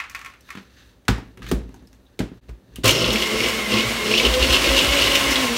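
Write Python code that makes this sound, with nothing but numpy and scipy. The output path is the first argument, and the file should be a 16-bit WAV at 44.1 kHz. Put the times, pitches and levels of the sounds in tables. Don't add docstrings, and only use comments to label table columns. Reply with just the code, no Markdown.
import sys
import numpy as np
from scipy import signal
from scipy.fft import rfft, irfft
from scipy.io import wavfile
from scipy.ndimage import uniform_filter1d

SR = 44100
rng = np.random.default_rng(int(sys.argv[2]) if len(sys.argv) > 2 else 0)


def inscribe(sig):
    pcm = np.round(np.clip(np.atleast_2d(sig).T, -1, 1) * 32767)
    wavfile.write(sys.argv[1], SR, pcm.astype(np.int16))


def decibels_to_gain(level_db):
    exponent = np.asarray(level_db, float) / 20
    return 10 ** exponent


N = 245777
TIME = np.arange(N) / SR
START_S, SPIN_UP_S = 2.833, 0.13
PUSH = np.hanning(40) / 20


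def unit(x):
    return x / np.sqrt(np.mean(x ** 2))


def band(x, lo_hz, hi_hz):
    edges_hz = [lo_hz, min(hi_hz, 0.45 * SR)]
    return signal.sosfilt(signal.butter(2, edges_hz, "band", fs=SR, output="sos"), x)


def resonances(x, peaks):
    out = 0
    for k, (hz, width_hz, db) in enumerate(peaks):
        peak = signal.lfilter(*signal.iirpeak(hz, hz / width_hz, SR), x)
        out = out + (-1) ** k * decibels_to_gain(db) * peak / np.sqrt(width_hz)
    return unit(out)


def ring(x, modes):
    out = 0
    for hz, db, t60 in modes:
        pole = np.exp(2j * np.pi * hz / SR - np.log(1000) / (t60 * SR))
        out = out + decibels_to_gain(db) * signal.lfilter([1], [1, -pole], x).imag
    return out


def coloured(points):
    hz, db = np.transpose(points)
    f = np.arange(N // 2 + 1) * SR / N + 1
    shape = decibels_to_gain(np.interp(np.log(f), np.log(hz), db))
    return unit(irfft(rfft(rng.standard_normal(N)) * shape, N))


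def walk(rate):
    k = int(SR / rate)
    return unit(uniform_filter1d(uniform_filter1d(rng.standard_normal(N), k), k))


def swells(table, col, rest_db):
    bumps = sum(decibels_to_gain(r[col]) * np.exp(-((TIME - r[0]) / r[1]) ** 2) for r in table)
    return 20 * np.log10(decibels_to_gain(rest_db) + bumps)


def add(out, s, sound):
    i = int(s * SR)
    out[i:i + len(sound)] += sound[:len(out) - i]


def clack(db, hz, treble_db, spread, grit, bite, ring_s, crack_s, rise_s, rebound, modes=()):
    t = np.arange(3000) / SR
    offsets = np.array([-0.68, -0.4, 0.04, -0.15, 0.43]) + 0.12 * rng.standard_normal(5)
    ratios = 2 ** (spread * offsets)
    if len(modes):
        ratios = np.array(modes) / hz * (1 + 0.016 * rng.standard_normal(len(modes)))
    body = np.zeros(len(t))
    for r in ratios:
        tone = np.sin(2 * np.pi * (hz * r * t + rng.random())) * np.exp(-t * r / ring_s)
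        body += tone * decibels_to_gain(-5 * abs(np.log2(r))) / 2
    scrape = band(rng.standard_normal(len(t)), hz / (1 + spread), hz * (1 + 1.05 * spread))
    scrape *= np.exp(-t / ring_s)
    crack = band(rng.standard_normal(len(t)), 2600, 12500) * np.exp(-t / crack_s)
    crack += bite * band(crack, 4900, 7360) + 0.5 * band(crack, 12900, 17000)
    hit = decibels_to_gain(db) * (body + grit * scrape) + decibels_to_gain(treble_db) * crack
    hit *= 1 - np.exp(-t / rise_s)
    lags = (SR * (0.003 + 0.012 * rng.random(2))).astype(int)
    return hit + rebound * (np.roll(hit, lags[0]) + np.roll(hit, lags.sum()))


# (f/Hz, level/dB per Hz)
KITCHEN_TONE = [(18, -41), (30, -31.5), (64, 13), (93, -2.5), (280, -5.5), (600, -7), (666, -15),
                (760, -12.5), (2980, -26), (16000, -45)]


def kitchen_tone():
    return decibels_to_gain(-58) * coloured(KITCHEN_TONE)


# (t/s, peak level/dB, ring f/Hz, treble level/dB)
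CUBES = [(0.0004, -20, 2030, -39), (0.0095, -34, 1940, -55), (0.0382, -27.5, 1950, -59),
         (0.0972, -37, 2300, -34.5), (.108, -41, 2100, -48), (0.116, -50, 2380, -53),
         (0.148, -23, 2220, -30.5), (0.165, -51, 1770, -46), (0.191, -37, 1840, -40),
         (0.2133, -32, 1710, -41), (0.247, -30, 1750, -37), (0.26, -28.5, 1850, -38),
         (0.2994, -43, 1700, -50), (0.3368, -41, 1710, -51), (0.4892, -36.5, 1630, -49),
         (0.5035, -28, 2140, -34.5)]
CUP_WALL_HZ = [1106, 1346, 1813, 2010, 2187, 2410, 2560]


def cubes_in_cup():
    out = np.zeros(N)
    for s, db, hz, treble_db in CUBES:
        add(out, s, clack(db, hz, treble_db, spread=1.0, grit=0.74, bite=1.0, ring_s=0.0084,
                          crack_s=0.0034, rise_s=0.00053, rebound=0.2, modes=CUP_WALL_HZ))
    return out


# (t/s, half length/s, rub level/dB, level of weight on the counter/dB)
RUBS = [(0.005, 0.012, -61, -43), (0.19, 0.14, -59, -53), (0.53, 0.096, -55.5, -57), (0.8, 0.12, -58, -56),
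        (1.25, 0.086, -69, -39), (1.4, 0.028, -78, -32), (1.44, 0.021, -52, -28),
        (1.495, 0.025, -43, -27.5), (1.6, 0.055, -66, -26.5), (1.76, 0.07, -72, -41.5),
        (1.98, 0.65, -77, -55), (2.36, 0.066, -74, -46), (2.49, 0.0092, -57.5, -36),
        (2.52, 0.061, -83, -52), (2.78, 0.12, -69, -40.5)]
# (f/Hz, width/Hz, level/dB)
PALM = [(1196, 390, -4), (1760, 210, 1), (2700, 250, -2), (3800, 540, 2), (4520, 500, -1.5),
        (6150, 400, -3)]
# (f/Hz, level/dB, t60/s)
COUNTER = [(56.3, 2, 0.24), (113.3, -0.5, 0.17)]
# (f/Hz, level/dB, t60/s)
BASE = [(192.6, 7.5, 0.14), (256, 15.5, 0.058), (364, 2.5, 0.12), (403, -3, 0.03), (635, -17, 0.047)]


def palms_on_cup():
    rub_db = swells(RUBS, col=2, rest_db=-76)
    rumble_db = swells(RUBS, col=-1, rest_db=-52.5)
    treble_db = -73 + (rub_db + 60.5)
    grain = band(rng.standard_normal(N) * decibels_to_gain(2.1 * walk(400)), 900, 7000)
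    rub = decibels_to_gain(rub_db + 1.8 * walk(110)) * resonances(grain, PALM)
    rub += decibels_to_gain(treble_db + 2 * walk(37)) * unit(band(rng.standard_normal(N), 3460, 16000))
    weight = rng.standard_normal(N)
    shaken = unit(ring(weight, COUNTER)) + 0.56 * unit(ring(weight, BASE))
    rumble = decibels_to_gain(rumble_db - 7.5) * unit(shaken)
    return (rub + rumble) * (TIME < START_S)


# (t/s, peak level/dB, ring f/Hz, treble level/dB)
TICKS = [
    (0.4075, -46, 5840, -45),
    (1.872, -49, 5250, -47),
    (2.0542, -59, 3800, -65),
    (2.065, -50, 3750, -71),
    (2.7582, -26, 2910, -26.5),
    (2.7844, -45, 2980, -59),
]


def plastic_ticks():
    out = np.zeros(N)
    for s, db, hz, treble_db in TICKS:
        add(out, s, clack(db - 3, hz, treble_db, spread=0.14, grit=0.32, bite=-0.45, ring_s=0.0061,
                          crack_s=0.0029, rise_s=0.00039, rebound=0.14))
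    return out


# (t/s, peak level/dB, ring f/Hz, treble level/dB, thud level/dB)
CLICKS = [(0.5519, -34.5, 1570, -44, -40), (0.573, -37, 2010, -59, -41), (0.583, -41, 1500, -58, -42.5),
          (1.052, -55, 2500, -58, -58), (1.1813, -33, 1000, -43, -32), (1.373, -43, 1610, -45, -57),
          (1.4198, -37.5, 1610, -49, -66), (1.4273, -39, 2300, -46, -64), (1.442, -41, 1920, -50, -66),
          (1.465, -36, 1940, -41, -60), (1.4875, -43, 2600, -32, -60), (1.6908, -49.5, 1290, -53, -41),
          (1.742, -43.5, 1070, -44.5, -46.5), (1.824, -55, 1110, -59, -47), (1.929, -51.5, 1710, -50, -56),
          (2.3164, -52, 1040, -66, -37), (2.372, -62.5, 1018, -65, -65), (2.4957, -47, 1220, -51, -52),
          (2.7848, -60, 2980, -56, -33.5)]


def cup_clicks():
    out, thud = np.zeros((2, N))
    for s, db, hz, treble_db, thud_db in CLICKS:
        add(out, s, clack(db, hz, treble_db, spread=0.77, grit=2.6, bite=0.76, ring_s=0.0059,
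                          crack_s=0.003, rise_s=0.000333, rebound=0.32))
        add(thud, s, decibels_to_gain(thud_db - 8) * PUSH)
    return out + ring(thud, BASE)


# (t/s, peak level/dB, ring f/Hz, treble level/dB, thud level/dB)
KNOCKS = [
    (1.0817, -11.5, 1485, -21, -34),
    (1.514, -24, 1776, -22.5, -14),
    (2.1913, -31.5, 2740, -30, -22.5),
    (2.204, -25.5, 1067, -49, -45),
    (2.4913, -47, 1220, -52, -44),
    (2.7637, -45, 1460, -47, -55),
    (2.8417, -41, 2880, -18, -16.5),
]
# (f/Hz, level/dB, t60/s)
RIM = [(280, -17, 0.038), (405, 8.5, 0.059), (527, -8.5, 0.04), (774, -18, 0.019)]


def cup_knocks():
    out, rap = np.zeros((2, N))
    for s, db, hz, treble_db, thud_db in KNOCKS:
        add(out, s, clack(db, hz, treble_db, spread=1.306, grit=2.55, bite=-0.35, ring_s=0.007,
                          crack_s=0.0039, rise_s=0.00008, rebound=0.14))
        add(rap, s, decibels_to_gain(thud_db - 5.5) * PUSH)
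    return out + band(ring(rap, RIM), 194, 1500)


# (t/s, thud level/dB, counter low mode level/dB, upper mode level/dB)
SETTLES = [
    (1.0896, -16.5, -14, -11),
    (1.5244, -18, -14.5, -36),
    (2.2022, -19.5, -28, -23),
    (2.4913, -49, -28, -33),
    (2.763, -63, -34, -39),
    (2.8437, -32, -30, -42),
]


def base_settles():
    thud, low, upper = np.zeros((3, N))
    for s, thud_db, low_db, upper_db in SETTLES:
        add(thud, s, decibels_to_gain(thud_db - 8) * PUSH)
        add(low, s, decibels_to_gain(low_db) * PUSH)
        add(upper, s, decibels_to_gain(upper_db) * PUSH)
    return ring(thud, BASE) + ring(low, COUNTER[:1]) + ring(upper, COUNTER[1:])


# (f/Hz, t60/s)
ROOM_T60 = [(150, 0.26), (600, 0.28), (2000, 0.38), (6000, 0.27), (14000, 0.18)]


def room(x, wet_db):
    out = x.copy()
    x = x[:int((START_S + 0.5) * SR)]
    t60_hz, t60_s = np.transpose(ROOM_T60)
    for hz in 150 * 2 ** (np.arange(14) / 2):
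        lo_hz, hi_hz = hz / 2 ** 0.25, hz * 2 ** 0.25
        t60 = np.interp(np.log(hz), np.log(t60_hz), t60_s)
        keep = np.exp(-2 * np.log(1000) / (t60 * SR))
        energy = signal.lfilter([1 - keep], [1, -keep], band(x, lo_hz, hi_hz) ** 2)
        diffuse = unit(band(rng.standard_normal(len(x)), lo_hz, hi_hz))
        out[:len(x)] += decibels_to_gain(wet_db) * np.sqrt(energy) * diffuse
    return out


# (t/s, shaft f/Hz)
SHAFT = [(2.84, 121.2), (2.96, 149.2), (3.15, 213.3), (3.31, 213.5), (3.46, 227.8), (3.57, 219.7),
         (3.69, 206.8), (3.8, 220), (3.94, 226), (4.06, 208.4), (4.16, 218.7), (4.32, 256), (4.55, 266),
         (4.7, 274.4), (4.95, 281.4), (5.2, 281.2), (5.41, 263.4), (5.5, 238), (5.57, 239)]


def shaft():
    hz = np.interp(TIME, *np.transpose(SHAFT))
    turn = 2 * np.pi * np.cumsum(hz * (1 + 0.013 * walk(60) + 0.006 * walk(25))) / SR
    return hz, turn


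# (t/s, half length/s, shaft tone level/dB, second order level/dB)
WOBBLES = [(2.95, 0.046, -37, -37), (3.06, 0.038, -29, -36), (3.16, 0.027, -25, -32),
           (3.37, 0.054, -29, -27), (3.58, 0.14, -39, -37), (3.78, 0.1, -34, -60), (4.1, 0.053, -30.5, -23),
           (4.23, 0.065, -30, -31), (4.38, 0.06, -28.5, -23), (4.5, 0.051, -34, -27.5),
           (4.72, 0.037, -36, -21.5), (4.8, 0.045, -29, -43), (4.6, 0.054, -39, -34),
           (4.94, 0.059, -43, -26), (5.03, 0.074, -41, -32), (5.14, 0.053, -41, -27.5),
           (5.26, 0.042, -37, -32), (5.42, .1, -26.5, -35.5), (5.52, 0.05, -31, -38)]


def shaft_tones(turn):
    first_db = swells(WOBBLES, col=2, rest_db=-36.5) + 3.4 * walk(74) + 1.35 * walk(29)
    second_db = swells(WOBBLES, col=-1, rest_db=-39.5) + 1.9 * walk(39)
    return decibels_to_gain(first_db) * np.sin(turn) + decibels_to_gain(second_db) * np.sin(2 * turn)


# (f/Hz, width/Hz, level/dB)
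PANELS = [(1070, 230, -7), (2113, 205, 4.5), (3000, 150, -2.5)]
# (t/s, half length/s, level/dB)
SINGS = [(3.26, 0.038, -39), (3.45, 0.094, -32.5), (3.63, 0.057, -40), (3.85, 0.066, -34), (4.0, 0.06, -39),
         (4.4, .2, -39), (4.75, 0.081, -30), (4.93, 0.057, -27.5), (5.1, 0.1, -26), (5.28, 0.04, -32),
         (5.39, 0.072, -45)]


def panel_whine(hz):
    steady = 2 * np.pi * np.cumsum(hz * (1 + 0.018 * walk(90) + 0.006 * walk(30))) / SR
    orders = np.zeros(N)
    for k in range(4, 14):
        slot_db = 6 * (k == 10)
        orders += decibels_to_gain(2.5 * walk(70) + slot_db) * np.sin(k * steady)
    sung = resonances(resonances(orders, PANELS), PANELS)
    fade_in = np.clip((TIME - START_S) / SPIN_UP_S - 1, 0, 1)
    return decibels_to_gain(swells(SINGS, col=2, rest_db=-47)) * sung * fade_in


# (f/Hz, level/dB per Hz)
AIR = [(350, -9.5), (600, -6), (880, -10), (1070, -2.5), (1190, -8.5), (1870, -6.5), (2110, -6),
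       (2930, -5.5), (4870, -12), (9390, -19.5), (10500, -21.5), (13200, -24), (15800, -26.5)]


def cooling_air(hz, turn):
    fan = decibels_to_gain(-27 + 14.5 * np.log2(hz / 220))
    first_smash = decibels_to_gain(-21) * np.exp(-np.maximum((TIME - START_S) / 0.097, 0) ** 3)
    flutter = decibels_to_gain(0.7 * walk(30))
    return (fan + first_smash) * flutter * coloured(AIR) * (1 + 0.14 * np.cos(turn))


def ice_blows():
    swarm = 1.8 * walk(90)
    chip_db = 1.8 * np.minimum(rng.exponential(size=N), 2.5) + swarm
    chips = (rng.random(N) < 7000 / SR) * rng.standard_normal(N) * decibels_to_gain(chip_db)
    shake = rng.standard_normal(N) * decibels_to_gain(0.7 * swarm + 1.3 * walk(25))
    return chips, shake


# (t/s, half length/s, level/dB)
TUMBLES = [(2.858, 0.011, -13), (2.895, 0.024, -8.5), (3.05, 0.19, -21), (3.2, 0.055, -28),
           (3.43, 0.083, -22), (3.76, 0.047, -14.5), (3.72, .02, -40), (3.84, 0.025, -35),
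           (4.18, 0.11, -15.5), (4.265, 0.01, -15.5), (4.44, 0.032, -14), (4.54, 0.037, -10.5),
           (4.66, 0.036, -16), (4.78, 0.052, -13.5), (4.92, .05, -23), (5.04, 0.062, -13.5),
           (5.16, 0.038, -16), (5.31, .03, -26), (5.4, 0.065, -41), (5.57, 0.014, -17)]
# (f/Hz, width/Hz, level/dB)
CUP = [(2134, 17, -14.5), (2740, 410, 6), (3110, 790, 6), (4200, 650, 1.5), (5420, 1900, -2)]
WALL = [(3000, 140, 0)]
RASP = [(5440, 230, 0)]
# (t/s, half length/s, level/dB)
WALL_RINGS = [
    (3.1, 0.13, -54),
    (4.54, .03, -24),
    (4.79, 0.047, -27),
    (4.95, 0.093, -35),
    (5.13, 0.059, -28),
]
# (t/s, half length/s, level/dB)
RASPS = [
    (2.96, 0.062, -34),
    (3.1, .08, -49),
    (3.42, .05, -40),
    (4.16, 0.053, -41),
    (5.32, .03, -34),
]


def ice_on_cup(chips, cup_db):
    out = decibels_to_gain(cup_db - 9) * resonances(chips, CUP)
    out += decibels_to_gain(swells(WALL_RINGS, col=2, rest_db=-40)) * resonances(chips, WALL)
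    return out + decibels_to_gain(swells(RASPS, col=2, rest_db=-49)) * resonances(chips, RASP)


# (t/s, half length/s, strength level/dB, counter level/dB)
JOLTS = [(2.87, 0.053, -19, -33), (3.07, 0.087, -22.5, -32), (3.35, 0.014, -27, -38),
         (3.46, 0.051, -31, -38), (3.59, 0.053, -44, -40), (3.755, 0.035, -27.5, -35),
         (3.87, 0.028, -26, -44), (4.1, 0.078, -32.5, -37), (4.26, 0.058, -33, -28.5),
         (4.41, 0.031, -37, -21), (4.49, 0.027, -29, -20), (4.67, 0.085, -36, -28),
         (4.86, 0.038, -34, -24.5), (5.05, 0.04, -32.5, -27.5), (5.25, .05, -40.5, -32)]
# (f/Hz, width/Hz, level/dB)
HOUSING = [(166, 260, -0.5), (247.3, 42, 5), (354, 46, 6), (427, 42, 6.5), (518, 61, 4.5),
           (657.6, 15, -1.5), (745, 150, -14.5), (1070, 110, 2), (1390, 200, -2), (2010, 45, -5),
           (2018, 120, 0)]
# (f/Hz, width/Hz, level/dB)
LID = [(2100, 120, 0)]
# (t/s, half length/s, level/dB)
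LID_BUZZES = [
    (3.3, 0.085, -41),
    (3.7, .2, -41),
    (4.93, .05, -34),
    (5.1, .08, -37),
    (5.34, 0.096, -32.5),
]


def machine_shaken(shake, cup_db):
    mains_db = swells(JOLTS, col=2, rest_db=-54.5)
    counter_db = swells(JOLTS, col=-1, rest_db=-50)
    housing_db = -23.5 + 0.25 * (mains_db + 35) + 0.47 * (cup_db + 21)
    out = decibels_to_gain(housing_db - 5) * resonances(shake, HOUSING)
    out += decibels_to_gain(swells(LID_BUZZES, col=2, rest_db=-47)) * resonances(shake, LID)
    hum = np.sin(2 * np.pi * np.cumsum(118 + 4 * walk(34)) / SR)
    out += decibels_to_gain(mains_db + 2.1 * walk(30)) * hum
    return out + decibels_to_gain(counter_db) * unit(ring(shake, COUNTER[:1]))


# (t/s, peak level/dB, ring f/Hz, treble level/dB)
CRUNCH = [(2.855, -2, 3200, -5.5), (2.8768, 4, 2570, -2.5), (2.9064, 3.5, 3260, -6.5),
          (2.953, -2.5, 2990, -24), (3.042, 3.5, 3050, -33), (3.103, 2.5, 3320, -29),
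          (3.128, -14, 3380, -12.5), (3.1568, 0, 2650, -25), (3.196, -3, 3000, -23),
          (3.221, 2.5, 3180, -16), (3.269, -16, 2100, -18), (3.4028, -2, 2440, -25),
          (3.4406, -1.5, 2900, -33), (3.483, -1.5, 2940, -16), (3.7727, -1, 2548, -43),
          (3.8055, 3.5, 2892, -35), (4.112, -1, 2860, -36), (4.1381, 0.5, 2815, -33),
          (4.177, 4.5, 3280, -14), (4.1969, 6, 2750, -20), (4.2495, 6.5, 3093, -21),
          (4.338, 3.5, 3270, -13), (4.4241, 3, 2845, -22), (4.533, -1, 3023, -25), (4.6418, 4, 2765, -26),
          (4.7638, 0, 2740, -14), (4.97, 0, 3030, -17), (5.0208, 2, 3000, -15), (5.1514, 6, 2750, -7),
          (5.3066, -2.5, 3200, -12), (5.3564, 1.5, 3380, -26)]
# (t/s, peak level/dB, ring f/Hz, treble level/dB)
MORE_CRUNCHES = [(2.8854, -15, 2570, -18), (2.8928, -10, 2985, -13), (2.9124, -15, 2780, -21),
                 (3.0113, -8, 3050, -34), (3.0644, -6.5, 2700, -30), (3.3952, -11, 2790, -27),
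                 (3.459, -9, 2930, -25), (3.7194, -11, 2980, -29), (3.7394, -9, 2890, -26),
                 (3.7874, -10, 2600, -31), (4.0647, -15, 2840, -28), (4.1375, -4, 2790, -32),
                 (4.208, -12, 2500, -27), (4.2676, -6.5, 2842, -29), (4.4424, -7, 2540, -26),
                 (4.4912, -8, 3018, -28), (4.5044, -9, 2940, -22), (4.5434, 0, 2969, -28),
                 (4.5629, -3, 2730, -27), (4.6594, -11, 4150, -24), (4.6894, -7, 2964, -27),
                 (4.7244, -21, 2770, -27), (4.7894, -1.5, 3380, -20), (4.8103, -5, 2840, -22),
                 (4.8446, -5, 2960, -22), (4.8867, -8, 3040, -28), (4.9282, -9, 3020, -27),
                 (4.9836, -7, 2720, -22), (5.039, -9, 3030, -22), (5.0744, -7, 3030, -25),
                 (5.1194, -11, 2847, -21), (5.1581, -6, 3020, -24), (5.179, -11, 2639, -25),
                 (5.209, -8, 2830, -23), (5.3294, -21, 2963, -25), (5.3961, -15, 3250, -27),
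                 (5.422, -11, 2910, -27), (5.5644, -18, 2970, -22)]


def cubes_crunched():
    out = np.zeros(N)
    for s, db, hz, treble_db in CRUNCH:
        add(out, s, clack(db - 12.5, hz, treble_db - 6, spread=0.3, grit=2.33, bite=1.0, ring_s=0.0048,
                          crack_s=0.006, rise_s=0.0019, rebound=0.29))
    for s, db, hz, treble_db in MORE_CRUNCHES:
        add(out, s, clack(db - 6.5, hz, treble_db - 1, spread=0.272, grit=2.2, bite=1.0, ring_s=0.0049,
                          crack_s=0.004, rise_s=0.0015, rebound=0.26))
    return out


def ice():
    chips, shake = ice_blows()
    cup_db = swells(TUMBLES, col=2, rest_db=-30)
    churn = ice_on_cup(chips, cup_db) + machine_shaken(shake, cup_db)
    return churn * np.clip((TIME - START_S) / 0.015, 0, 1) + cubes_crunched()


def echoes(x, t60, wet_db):
    t = np.arange(SR // 4) / SR
    tail = rng.standard_normal(len(t)) * decibels_to_gain(-60 * t / t60) * (t > 0.001)
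    tail /= np.sqrt(np.sum(tail ** 2))
    return x + decibels_to_gain(wet_db) * signal.fftconvolve(x, tail)[:N]


def scene():
    hands = cubes_in_cup() + palms_on_cup() + plastic_ticks() + cup_clicks() + cup_knocks() + base_settles()
    running = np.clip((TIME - START_S) / 0.014, 0, 1)
    hz, turn = shaft()
    tones = shaft_tones(turn) + panel_whine(hz)
    roar = echoes(cooling_air(hz, turn) * running + ice(), t60=0.6, wet_db=-10)
    mono = kitchen_tone() + room(hands, wet_db=-6.5) + roar + tones * running
    return np.array([mono, mono])


def band_limit(x):
    return signal.sosfilt(signal.butter(12, 16490, fs=SR, output="sos"), x)


def record(dry):
    heard = signal.sosfilt(signal.butter(6, 45, "high", fs=SR, output="sos"), dry)
    heard -= 0.5 * band(heard, 9840, 10860)
    heard += decibels_to_gain(-73) * rng.standard_normal(N)
    dip = np.clip(abs(TIME - 2.407) / 0.026, decibels_to_gain(-30), 1)
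    soft = np.tanh(0.6 * heard * dip) / 0.6
    top = signal.ellip(9, 0.2, 30, 15800, fs=SR, output="sos")
    mix = signal.sosfilt(top, soft)
    return band_limit(mix)


dry = scene()
out = record(dry)
inscribe(out)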